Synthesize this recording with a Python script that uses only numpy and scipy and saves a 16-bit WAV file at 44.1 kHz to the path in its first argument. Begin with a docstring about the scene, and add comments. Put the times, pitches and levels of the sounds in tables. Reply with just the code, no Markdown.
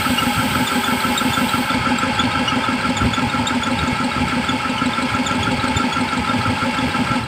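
"""An old belt-driven piston air compressor fills its tank in a garage.
On every crank turn, gulps of air make the intake pipe honk, mainly twice; valve plates ring and air rushes
through the head, made from gliding tones and shaped noise. A dry part squeaks in short gritty glides.
Below run iron clatter (noise and random ticks), steady motor tones and a wavering hum.
The flywheel blows low, lumpy noise at the microphone; an outlet hisses until its tap is shut."""
import sys
import numpy as np
from scipy import signal
from scipy.fft import rfft, irfft, next_fast_len
from scipy.io import wavfile
from scipy.ndimage import uniform_filter1d

SR = 44100
rng = np.random.default_rng(int(sys.argv[2]) if len(sys.argv) > 2 else 0)


def to_wav(s):
    """Save 16-bit WAV."""
    ch = np.atleast_2d(s).T  # columns
    pcm = np.round(np.clip(ch, -1, 1) * 32767)  # PCM
    wavfile.write(sys.argv[1], SR, pcm.astype(np.int16))


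N = 320607
TIME = np.arange(N) / SR
HZ = np.fft.rfftfreq(N, 1 / SR)
TURN_S, FIRST_TURN_S = 0.16396, 0.0558  # length of one crank turn, and when the first one begins
TURNS = FIRST_TURN_S + TURN_S * np.arange(-1, 45)

# Gulps of air in the intake pipe on each turn.
# Each row: start in seconds into the turn, level in dB, hold in seconds, release in seconds, starting pitch in Hz.
GULPS = [(.0057, -18.5, .0053, .019, 268.5), (0.0429, -19, 0.0116, 0.0042, 245),
         (0.0552, -18.5, .029, .0035, 263), (0.0962, -29.5, 0.011, 0.01, 253.8)]
GULP_ATTACK_S, GULP_SAG_HZ_PER_S, PIPE_LOWEST_HZ = 0.0059, 940, 212  # each honk sags as the suction eases


def intake(clock, unsteady_cycles=0.023, unsteady_db=0.8, octave_db=-21.0,
           drone_db=-36, drone_hz=238, drone_width_hz=26):
    """Each gulp of air sets the intake pipe honking at a sagging pitch, over a faint steady drone."""
    slip = unsteady_cycles * wander(per_s=65)
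    honks = np.zeros(N)
    for s, db, hold_s, release_s, hz in GULPS:
        age, swell = gulp(clock, s, hold_s, release_s)
        # The pitch stops sagging once it reaches the lowest note of the pipe.
        sagging = np.minimum(age, (hz - PIPE_LOWEST_HZ) / GULP_SAG_HZ_PER_S)
        cycles = hz * age - GULP_SAG_HZ_PER_S * sagging * (age - sagging / 2) + slip
        phase = 2 * np.pi * cycles
        honks += gain_of(db) * swell * (np.sin(phase) + gain_of(octave_db) * np.sin(2 * phase))
    drone = coloured(rng.standard_normal(N), resonances([(drone_hz, drone_width_hz, 0)]))
    unsteady = gain_of(unsteady_db * wander(per_s=40))
    return np.sqrt(2) * unsteady * honks + gain_of(drone_db) * drone


def gulp(clock, s, hold_s, release_s):
    """A gulp that comes once a turn: the time since it began, and its attack, hold and release."""
    age = (clock - FIRST_TURN_S - s) % TURN_S
    attack = np.minimum(age / GULP_ATTACK_S, 1)
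    return age, attack * np.exp(-np.maximum(age - hold_s, 0) / release_s)


# Resonances of the intake filter housing.
# Each row: pitch in Hz, half width in Hz, relative level in dB.
THROAT = [(326, 215, -7), (535, 35.4, 3), (630, 55, -9)]
# Low push of each valve action.
# Each row: time in seconds into the turn, middle level in dB before the bass cut, half length in seconds.
THUMPS = [(.0115, -23, 0.0013), (0.049, -21, 0.0011), (0.101, -28.5, 0.0019)]


def suction(clock, gasp_db=-34.5, follows=0.45, idle_db=-41, lead_s=0.0062, bass_edge_hz=62):
    """Turbulence in the filter housing swells with each gulp; every valve action gives a low push."""
    flow = gain_of(idle_db)
    for s, db, hold_s, release_s, hz in GULPS:
        age, swell = gulp(clock + lead_s, s, hold_s, release_s)
        flow = flow + gain_of(db) * swell
    gasp = gain_of(gasp_db) * coloured(rng.standard_normal(N) * flow ** follows, resonances(THROAT))
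    t = np.arange(-900, 900) / SR
    pushes = np.zeros(N)
    for start in TURNS:
        for s, db, half_s in THUMPS:
            late, loud = rng.uniform(-1, 1, 2)
            push = -t / half_s * np.exp(0.5 - 0.5 * (t / half_s) ** 2)  # one swing up, one swing down
            add(pushes, start + s + 0.0021 * late, gain_of(db + 6.8 * loud) * push)
    bass_cut = signal.butter(3, bass_edge_hz, "high", fs=SR, output="sos")
    return gasp + signal.sosfilt(bass_cut, pushes)


CLACK_AT_S, CLACK_JITTER_S, CLACK_SPREAD_DB = 0.0080, 0.00059, 0.2  # the main valve opens here in every turn
# How hard the main valve opens. Each row: time in seconds, middle level in dB.
CLACK_DB = [(0, -18), (1.4, -16), (3.3, -18), (3.75, -23.5), (4.8, -17.5), (7.27, -18.5)]
# Lesser valve flutters in each turn.
# Each row: time in seconds into the turn, middle pitch in Hz, middle level in dB, half length in seconds.
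VALVE = [(.004, 1550, -38, 0.0013), (0.025, 1345, -21.5, .0026), (.128, 1332, -22.5, .0038),
         (.153, 1345, -27.5, .0065)]
# Valve chatter over one turn. Each row: time in seconds into the turn, relative level in dB.
CHATTER = [(0, 9.5), (.025, 3.5), (.05, 8), (.06, -1), (.085, 1.5), (.12, 4), (.127, 7), (.14, 4),
           (.152, 4)]
# Resonances of the valve chest. Each row: pitch in Hz, half width in Hz, relative level in dB.
PLATES = [(1280, 70, -15.5), (1307, 34, 10), (1430, 100, -58), (1560, 310, -2), (1610, 94, 0.5)]


def valves(clock, plate_hz=1346, clack_half_s=0.0062, chatter_db=-29.0, spread_db=1.8):
    """Valve plates flutter as they open and keep chattering in the valve chest."""
    out = np.zeros(N)
    for start in TURNS:
        late, loud, sharp = rng.standard_normal(3)
        swell, phase = flutter(plate_hz * (1 + 0.007 * sharp), clack_half_s, glide=0.0063, rough=0.021)
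        db = curve(CLACK_DB, start) + CLACK_SPREAD_DB * loud
        add(out, start + CLACK_AT_S + CLACK_JITTER_S * late, gain_of(db) * swell * np.sin(phase))
        for s, hz, db, half_s in VALVE:
            late, loud, sharp = rng.standard_normal(3)
            swell, phase = flutter(hz * (1 + 0.012 * sharp), half_s, glide=0.003, rough=0.022)
            add(out, start + s + 0.000572 * late, gain_of(db + spread_db * loud) * swell * np.sin(phase))
    rattle = rng.standard_normal(N) * gain_of(each_turn(CHATTER, clock))
    return out + gain_of(chatter_db) * coloured(rattle, resonances(PLATES))


# Air rushing through the head over one turn. Each row: time in seconds into the turn, relative level in dB.
FLOW = [(0, -15), (.014, 2), (.04, 1), (.058, 6.5), (.078, 1), (.09, 6.5), (.108, 1), (.135, 2), (.16, 4)]
# Resonances of the air passages. Each row: pitch in Hz, half width in Hz, relative level in dB.
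HEAD = [(829.4, 17, 5), (872.6, 37.4, 4), (920, 65, -6.5)]


def head(clock, rush_db=-28.5):
    """Air surges through the passages of the cylinder head, which colour its noise."""
    surges = rng.standard_normal(N) * gain_of(each_turn(FLOW, clock))
    return gain_of(rush_db) * coloured(surges, resonances(HEAD))


# The loud squeaks, when the dry part grips hard.
# Each row: time in seconds, pitch in Hz, level in dB, octave level in dB, half length in seconds,
# glide below (and before that above) the pitch as a share of it.
SQUEAKS = [(0.187, 2850, -16, -34, .0065, .005), (0.677, 3530, -21.5, -29.5, 0.0074, .045),
           (.846, 3440, -19, -31, 0.004, 0.017), (1.18, 3700, -16, -20.5, 0.0044, 0.0089),
           (1.339, 3540, -23, -31, 0.007, 0.022), (1.493, 3900, -23.5, -33, 0.003, .04),
           (1.705, 3540, -25.5, -45, 0.0043, 0.033), (1.988, 3850, -27, -23, 0.0029, 0.049),
           (2.198, 3470, -15.5, -30.5, .0053, -0.011), (2.485, 2890, -15.5, -31, 0.0058, 0.027),
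           (2.64, 3600, -23.5, -45, 0.0032, .03), (2.973, 3580, -23.5, -25.5, .0054, 0.095),
           (3.142, 3430, -20.5, -33, 0.0084, 0.0086), (3.474, 3660, -18, -23, 0.0047, -0.04),
           (3.637, 3440, -19, -28.5, 0.0038, 0.026), (3.792, 3780, -21, -36.5, 0.0025, .03),
           (4.494, 3488, -19, -33, 0.0046, 0.048), (4.785, 3040, -23.5, -41, 0.0065, .07),
           (4.937, 3510, -22, -45, 0.0032, .02), (5.27, 3600, -21.5, -25.5, 0.0062, .11),
           (5.434, 3400, -19.5, -31.5, 0.0038, 0.023), (5.772, 3566, -21, -26, 0.0066, .005),
           (5.934, 3410, -24.5, -36, 0.0085, 0.027), (6.294, 3530, -24, -45, 0.0028, 0.028),
           (6.789, 3450, -21, -36.5, .0023, 0.014)]
# The faint chirp of a turn: seconds into the turn, then middle values for pitch, levels and half length.
SLIP_AT_S, SLIP_HZ, SLIP_DB, SLIP_OCTAVE_DB, SLIP_HALF_S = 0.131, 3914, -31, -41, 0.0027


def squeaks(pitch_spread=0.049, spread_db=7.5, jitter_s=0.0033):
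    """The dry part squeaks loudly on some turns and chirps faintly where no loud squeak is close."""
    out = np.zeros(N)
    for s, *shape in SQUEAKS:
        add(out, s, squeak(*shape))
    for s in TURNS + SLIP_AT_S:
        late, loud, bright, sharp = rng.uniform(-1, 1, 4)
        chirp = squeak(SLIP_HZ * (1 + pitch_spread * sharp), SLIP_DB + spread_db * loud,
                       SLIP_OCTAVE_DB + spread_db * bright, SLIP_HALF_S, fall=0.0378)
        if all(abs(row[0] - s) > TURN_S / 10 for row in SQUEAKS):
            add(out, s + jitter_s * late, chirp)
    return out


def squeak(hz, db, octave_db, half_s, fall, third_db=-18, fourth_db=-27):
    """Dry metal sticks and slips: a short gritty glide with overtones."""
    swell, phase = flutter(hz, half_s, glide=fall, rough=0.017)
    grit = gain_of(0.76 * evened(uniform_filter1d(rng.standard_normal(len(swell)), size=40)))
    overtones = np.sin(2 * phase)
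    overtones += gain_of(third_db) * np.sin(3 * phase)  # third and fourth are relative to the octave
    overtones += gain_of(fourth_db) * np.sin(4 * phase)
    return swell * grit * (gain_of(db) * np.sin(phase) + gain_of(octave_db) * overtones)


# Piston and valve scrapes in each turn.
# Each row: time in seconds into the turn, middle pitch in Hz, middle level in dB, half length in seconds.
SCRAPES = [(.011, 3560, -39, .003), (.053, 3950, -36.5, 0.0047), (0.141, 4000, -44, .003)]


def scrapes(octave_db=-3, spread_db=7):
    """Faint scrapes on each turn, too uneven to hold a pitch."""
    out = np.zeros(N)
    for start in TURNS:
        for s, hz, db, half_s in SCRAPES:
            late, loud, sharp = rng.uniform(-1, 1, 3)
            swell, phase = flutter(hz * (1 + 0.0399 * sharp), half_s, glide=0.0203, rough=0.038)
            stray = uniform_filter1d(0.15 * rng.standard_normal(len(phase)), size=24)
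            phase = phase + np.cumsum(stray)
            tone = np.sin(phase) + gain_of(octave_db) * np.sin(2 * phase)
            add(out, start + s + 0.002 * late, gain_of(db + spread_db * loud) * swell * tone)
    return out


def ringing(x, hz=3450, width_hz=300, t60=0.16):
    """The iron picks up a squeak through one resonance, used twice, and rings on as dying reflections."""
    b, a = signal.iirpeak(hz, hz / width_hz, fs=SR)
    picked_up = signal.lfilter(b, a, signal.lfilter(b, a, x))
    return garage(picked_up, t60)


# Broad sound of the running iron. Each row: frequency in Hz, relative level in dB per Hz.
IRON = [(40, -38), (200, 9), (340, -3.5), (440, -8.5), (700, -2), (1120, -4.5), (1850, -6), (2400, 2.5),
        (3450, -5.5), (4000, -13.5), (4900, -10.5), (6400, -21), (7200, -18), (8400, -14), (10500, -29.5),
        (12500, -36), (13800, -29), (15500, -29)]
# Resonances and dips of the casting, tank and guard. 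Each row: pitch in Hz, full width in Hz, lift in dB.
CASTING = [(545, 133, 8), (1026, 58, 4.5), (1810, 190, -3.5), (1653, 32, 14), (1700, 28, -3.5),
           (1983, 96, 6.5), (2187, 98, 10), (2346, 50, 3), (2708, 31, 9), (2820, 76, 2.5), (3010, 94, -2.5),
           (3130, 36, 8), (3240, 24, 6.5), (3384, 130, 6), (4170, 400, 4.5), (4427, 89, 11.5),
           (4696, 130, 9), (4960, 100, 5), (5220, 40, 8.5), (9520, 160, 6)]
# The microphone draws back from the cylinder head. Each row: time in seconds, closeness from 0 to 1.
BESIDE_HEAD = [(2.5, 1), (3.0, 0.18)]
# Cooling fins, heard mostly from close by. Each row: pitch in Hz, half width in Hz, relative level in dB.
FINS = [(1546, 49, 8), (2570, 57, -23), (2820, 23, -9), (3200, 51, 3), (3780, 10, -25), (4770, 54, -6.5)]


def iron(clatter_db=-25.5, ticks_per_s=2500, tick_db=-4, ripple_db=1.0, fins_db=-32):
    """A dense rattle of small impacts and fan noise sounds through the casting and its cooling fins."""
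    ticks = (rng.random(N) < ticks_per_s / SR) * rng.uniform(-0.9, 1, N)
    drive = rng.standard_normal(N) + gain_of(tick_db) * evened(ticks)
    # Countless small modes make the treble spectrum uneven.
    crowded = np.interp(HZ, np.arange(400) * 70, rng.standard_normal(400)) * (HZ > 5300)
    casting = coloured(drive, gain_of(read(IRON) + lift(CASTING) + ripple_db * crowded))
    fins = curve(BESIDE_HEAD, TIME) * coloured(rng.standard_normal(N), resonances(FINS))
    return gain_of(clatter_db + 0.89 * wander(per_s=180)) * casting + gain_of(fins_db) * fins


# Tones of the motor and its fan.
# Each row: pitch in Hz, middle level in dB, share of the crank's speed swing that the tone follows.
WHINE = [(359.7, -48, 0), (737.8, -52, .4), (883.9, -44, .5), (1015.8, -40, 1), (1135.5, -54, .5)]


def motor(swing=0.0037):
    """Most motor tones sag, mainly twice a turn, as the pistons load the belt."""
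    angle = 2 * np.pi * TIME / TURN_S
    speed = swing * (2 * np.sin(angle) + 5 * np.sin(2 * angle + 1))
    out = np.zeros(N)
    for hz, db, follows in WHINE:
        pitch = hz * (1 + follows * speed + 0.00055 * wander(per_s=4.59))
        tone = np.sqrt(2) * np.sin(2 * np.pi * np.cumsum(pitch) / SR)
        out += gain_of(db + 2 * wander(per_s=3.13)) * tone
    return out


# A hum that swells and fades. Each row: time in seconds, middle level in dB.
HUM_DB = [(0, -43), (1.1, -41), (1.5, -46), (3.1, -41.5), (5.15, -46.5), (5.35, -34), (5.6, -43),
          (7.27, -48.5)]


def hum(hz=393.7, swell_db=2.5):
    """A tone of wavering pitch and level comes and goes under the clatter."""
    pitch = hz * (1 + 0.00303 * wander(per_s=10))
    level_db = curve(HUM_DB, TIME) + swell_db * wander(per_s=6)
    return gain_of(level_db) * np.sqrt(2) * np.sin(2 * np.pi * np.cumsum(pitch) / SR)


# Strength of the flywheel draught. 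Each row: time in seconds, middle level in dB.
DRAUGHT_DB = [(0, -28.5), (.5, -30.5), (1.2, -38.5), (2.7, -35), (3.05, -31), (4.1, -31), (4.9, -34),
              (6.2, -31), (7.27, -32.5)]
# Strong puffs on the microphone. Each row: time of the peak in seconds, level in dB, half length in seconds.
PUFFS = [(3.047, -16, 0.026), (3.273, -15, 0.0084), (3.926, -18, .007), (4.26, -21, 0.037),
         (5.134, -18, 0.01), (5.768, -16.5, 0.0092), (6.389, -16.5, 0.011), (6.88, -16.5, .018)]
# Spectrum of the draught. Each row: frequency in Hz, relative level in dB per Hz.
DRAUGHT = [(20, -45), (35, -57), (55, -10), (75, 1.5), (110, 4.5), (170, -1), (230, -10.5), (400, -15.5),
           (900, -52)]


def draught(lumps_db=4.0, gusts_db=2.5):
    """The spoked flywheel blows lumpy air across the microphone: low noise of uneven level."""
    unevenness_db = lumps_db * wander(per_s=29) + gusts_db * wander(per_s=6)
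    level = gain_of(curve(DRAUGHT_DB, TIME) + unevenness_db)
    for s, db, half_s in PUFFS:
        level = np.maximum(level, gain_of(db) * np.exp(-0.5 * ((TIME - s) / half_s) ** 2))
    return level * coloured(rng.standard_normal(N), gain_of(read(DRAUGHT)))


# The tap closes. Each row: time in seconds, level in dB.
LEAK_DB = [(0, -30.5), (1.2, -32.5), (1.55, -32.5), (1.68, -37), (1.82, -55), (2.0, -86)]
# Spectrum of the hiss. Each row: frequency in Hz, relative level in dB per Hz.
LEAK = [(1500, -19), (3000, 5.5), (4700, -7), (6400, -10.5), (7600, -11.5), (8150, 5.5), (8900, -5.5),
        (9800, -9.5), (11500, -10), (12200, -9), (13400, -7), (14300, -5), (15500, -19.5)]
# Resonances and a dip of the outlet. Each row: pitch in Hz, full width in Hz, lift in dB.
WHISTLES = [(7660, 150, 13), (12150, 500, -4), (13400, 600, 4.5), (15400, 400, 16)]


def leak():
    """Air escapes at the outlet as hissing noise until the tap is shut."""
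    hiss = coloured(rng.standard_normal(N), gain_of(read(LEAK) + lift(WHISTLES)))
    return gain_of(curve(LEAK_DB, TIME)) * hiss


def garage(x, t60=0.17):
    """Sparse reflections from floor, car and walls die away by 60 dB in t60 seconds."""
    t = np.arange(SR // 2) / SR
    sparse = rng.standard_normal(len(t)) * (rng.random(len(t)) < 2000 / SR)
    taps = sparse * (t > 0.005) * np.exp(-np.log(1000) * t / t60)
    return signal.fftconvolve(x, taps / np.linalg.norm(taps))[:N]


def flutter(hz, half_s, glide, rough):
    """A self-excited vibration that catches quickly and dies: its envelope and its unsteady phase."""
    t = np.arange(-1500, 1500) / SR
    shake = uniform_filter1d(rng.standard_normal(len(t)), size=140)
    shake = evened(uniform_filter1d(shake, size=30))
    age = np.clip(t / half_s, -20, 20)
    pitch = hz * (1 - glide * np.tanh(age / 2) + rough * shake)
    swell = 1 / np.sqrt(1 + np.exp(-7 * (age + 0.76))) / np.sqrt(1 + np.exp(3 * (age - 0.8)))
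    return np.sqrt(2) * swell, 2 * np.pi * (np.cumsum(pitch) / SR + rng.random())


def gain_of(db):
    """Decibels to amplitude."""
    return 10 ** (np.asarray(db) / 20)


def evened(x):
    """Scales to rms 1."""
    return x / np.sqrt(np.mean(x ** 2) + 1e-20)


def curve(table, at):
    """Reads a table of points as a curve of straight lines."""
    return np.interp(at, *np.transpose(table))


def each_turn(table, clock):
    """Repeats a curve once a crank turn."""
    return np.interp((clock - FIRST_TURN_S) % TURN_S, *np.transpose(table), period=TURN_S)


def wander(per_s):
    """Random drift of rms 1, with per_s new points a second joined by straight lines."""
    return evened(np.interp(TIME * per_s, np.arange(4096), rng.standard_normal(4096)))


def read(points):
    """A spectrum in dB, joined on a log-frequency axis."""
    f, db = np.transpose(points)
    return np.interp(np.log(HZ + 1), np.log(f), db)


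def lift(modes):
    """Bell-shaped bumps and dips on a spectrum, in dB."""
    return sum(db * np.exp(-np.log(2) * (2 * (HZ - hz) / width) ** 2) for hz, width, db in modes)


def resonances(modes):
    """Gain of a set of steep-sided resonances, added as powers."""
    return np.sqrt(sum((gain_of(db) / (1 + ((HZ - hz) / width) ** 2)) ** 2 for hz, width, db in modes))


def coloured(x, gain):
    """Filters x by a gain at each frequency, then scales it to rms 1."""
    size = next_fast_len(N)
    bin_gain = np.interp(np.fft.rfftfreq(size, 1 / SR), HZ, gain)
    return evened(irfft(rfft(x, size) * bin_gain, size)[:N])


def add(mix, s, sound):
    """Mixes in a sound centred on time s."""
    start = round(s * SR) - len(sound) // 2
    part, sound = mix[max(start, 0):], sound[max(-start, 0):]
    count = min(len(part), len(sound))
    part[:count] += sound[:count]


# Loudness of the pump: a slight drop as the microphone draws back, then the level dips at the very end. 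Each
# row: time in seconds, gain in dB.
NEAR = [(0, 0), (2.55, 0), (2.95, -0.7), (7.19, -0.5), (7.27, -8)]


def scene(squeak_room_db=-8, valve_room_db=-9, ring_db=-8):
    """The pump's pulsing air and valves share one slightly unsteady crank; the other sounds join them."""
    clock = TIME + 0.00058 * wander(per_s=8)
    near = gain_of(curve(NEAR, TIME))
    squeal = squeaks() + scrapes()
    plates = valves(clock)
    pump = near * (intake(clock) + suction(clock) + plates + head(clock) + iron() + motor())
    echoes = garage(gain_of(squeak_room_db) * squeal + gain_of(valve_room_db) * plates)
    ring = gain_of(ring_db) * ringing(squeal)
    return (pump + squeal + ring + echoes + hum() + draught() + leak())[None]


def record(dry, edge_hz=15600):
    """A steep filter removes the treble above edge_hz."""
    low_pass = signal.firwin(511, edge_hz, window=("kaiser", 9), fs=SR)
    return signal.oaconvolve(dry, low_pass[None], "same")


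dry = scene()
out = record(dry)
to_wav(out)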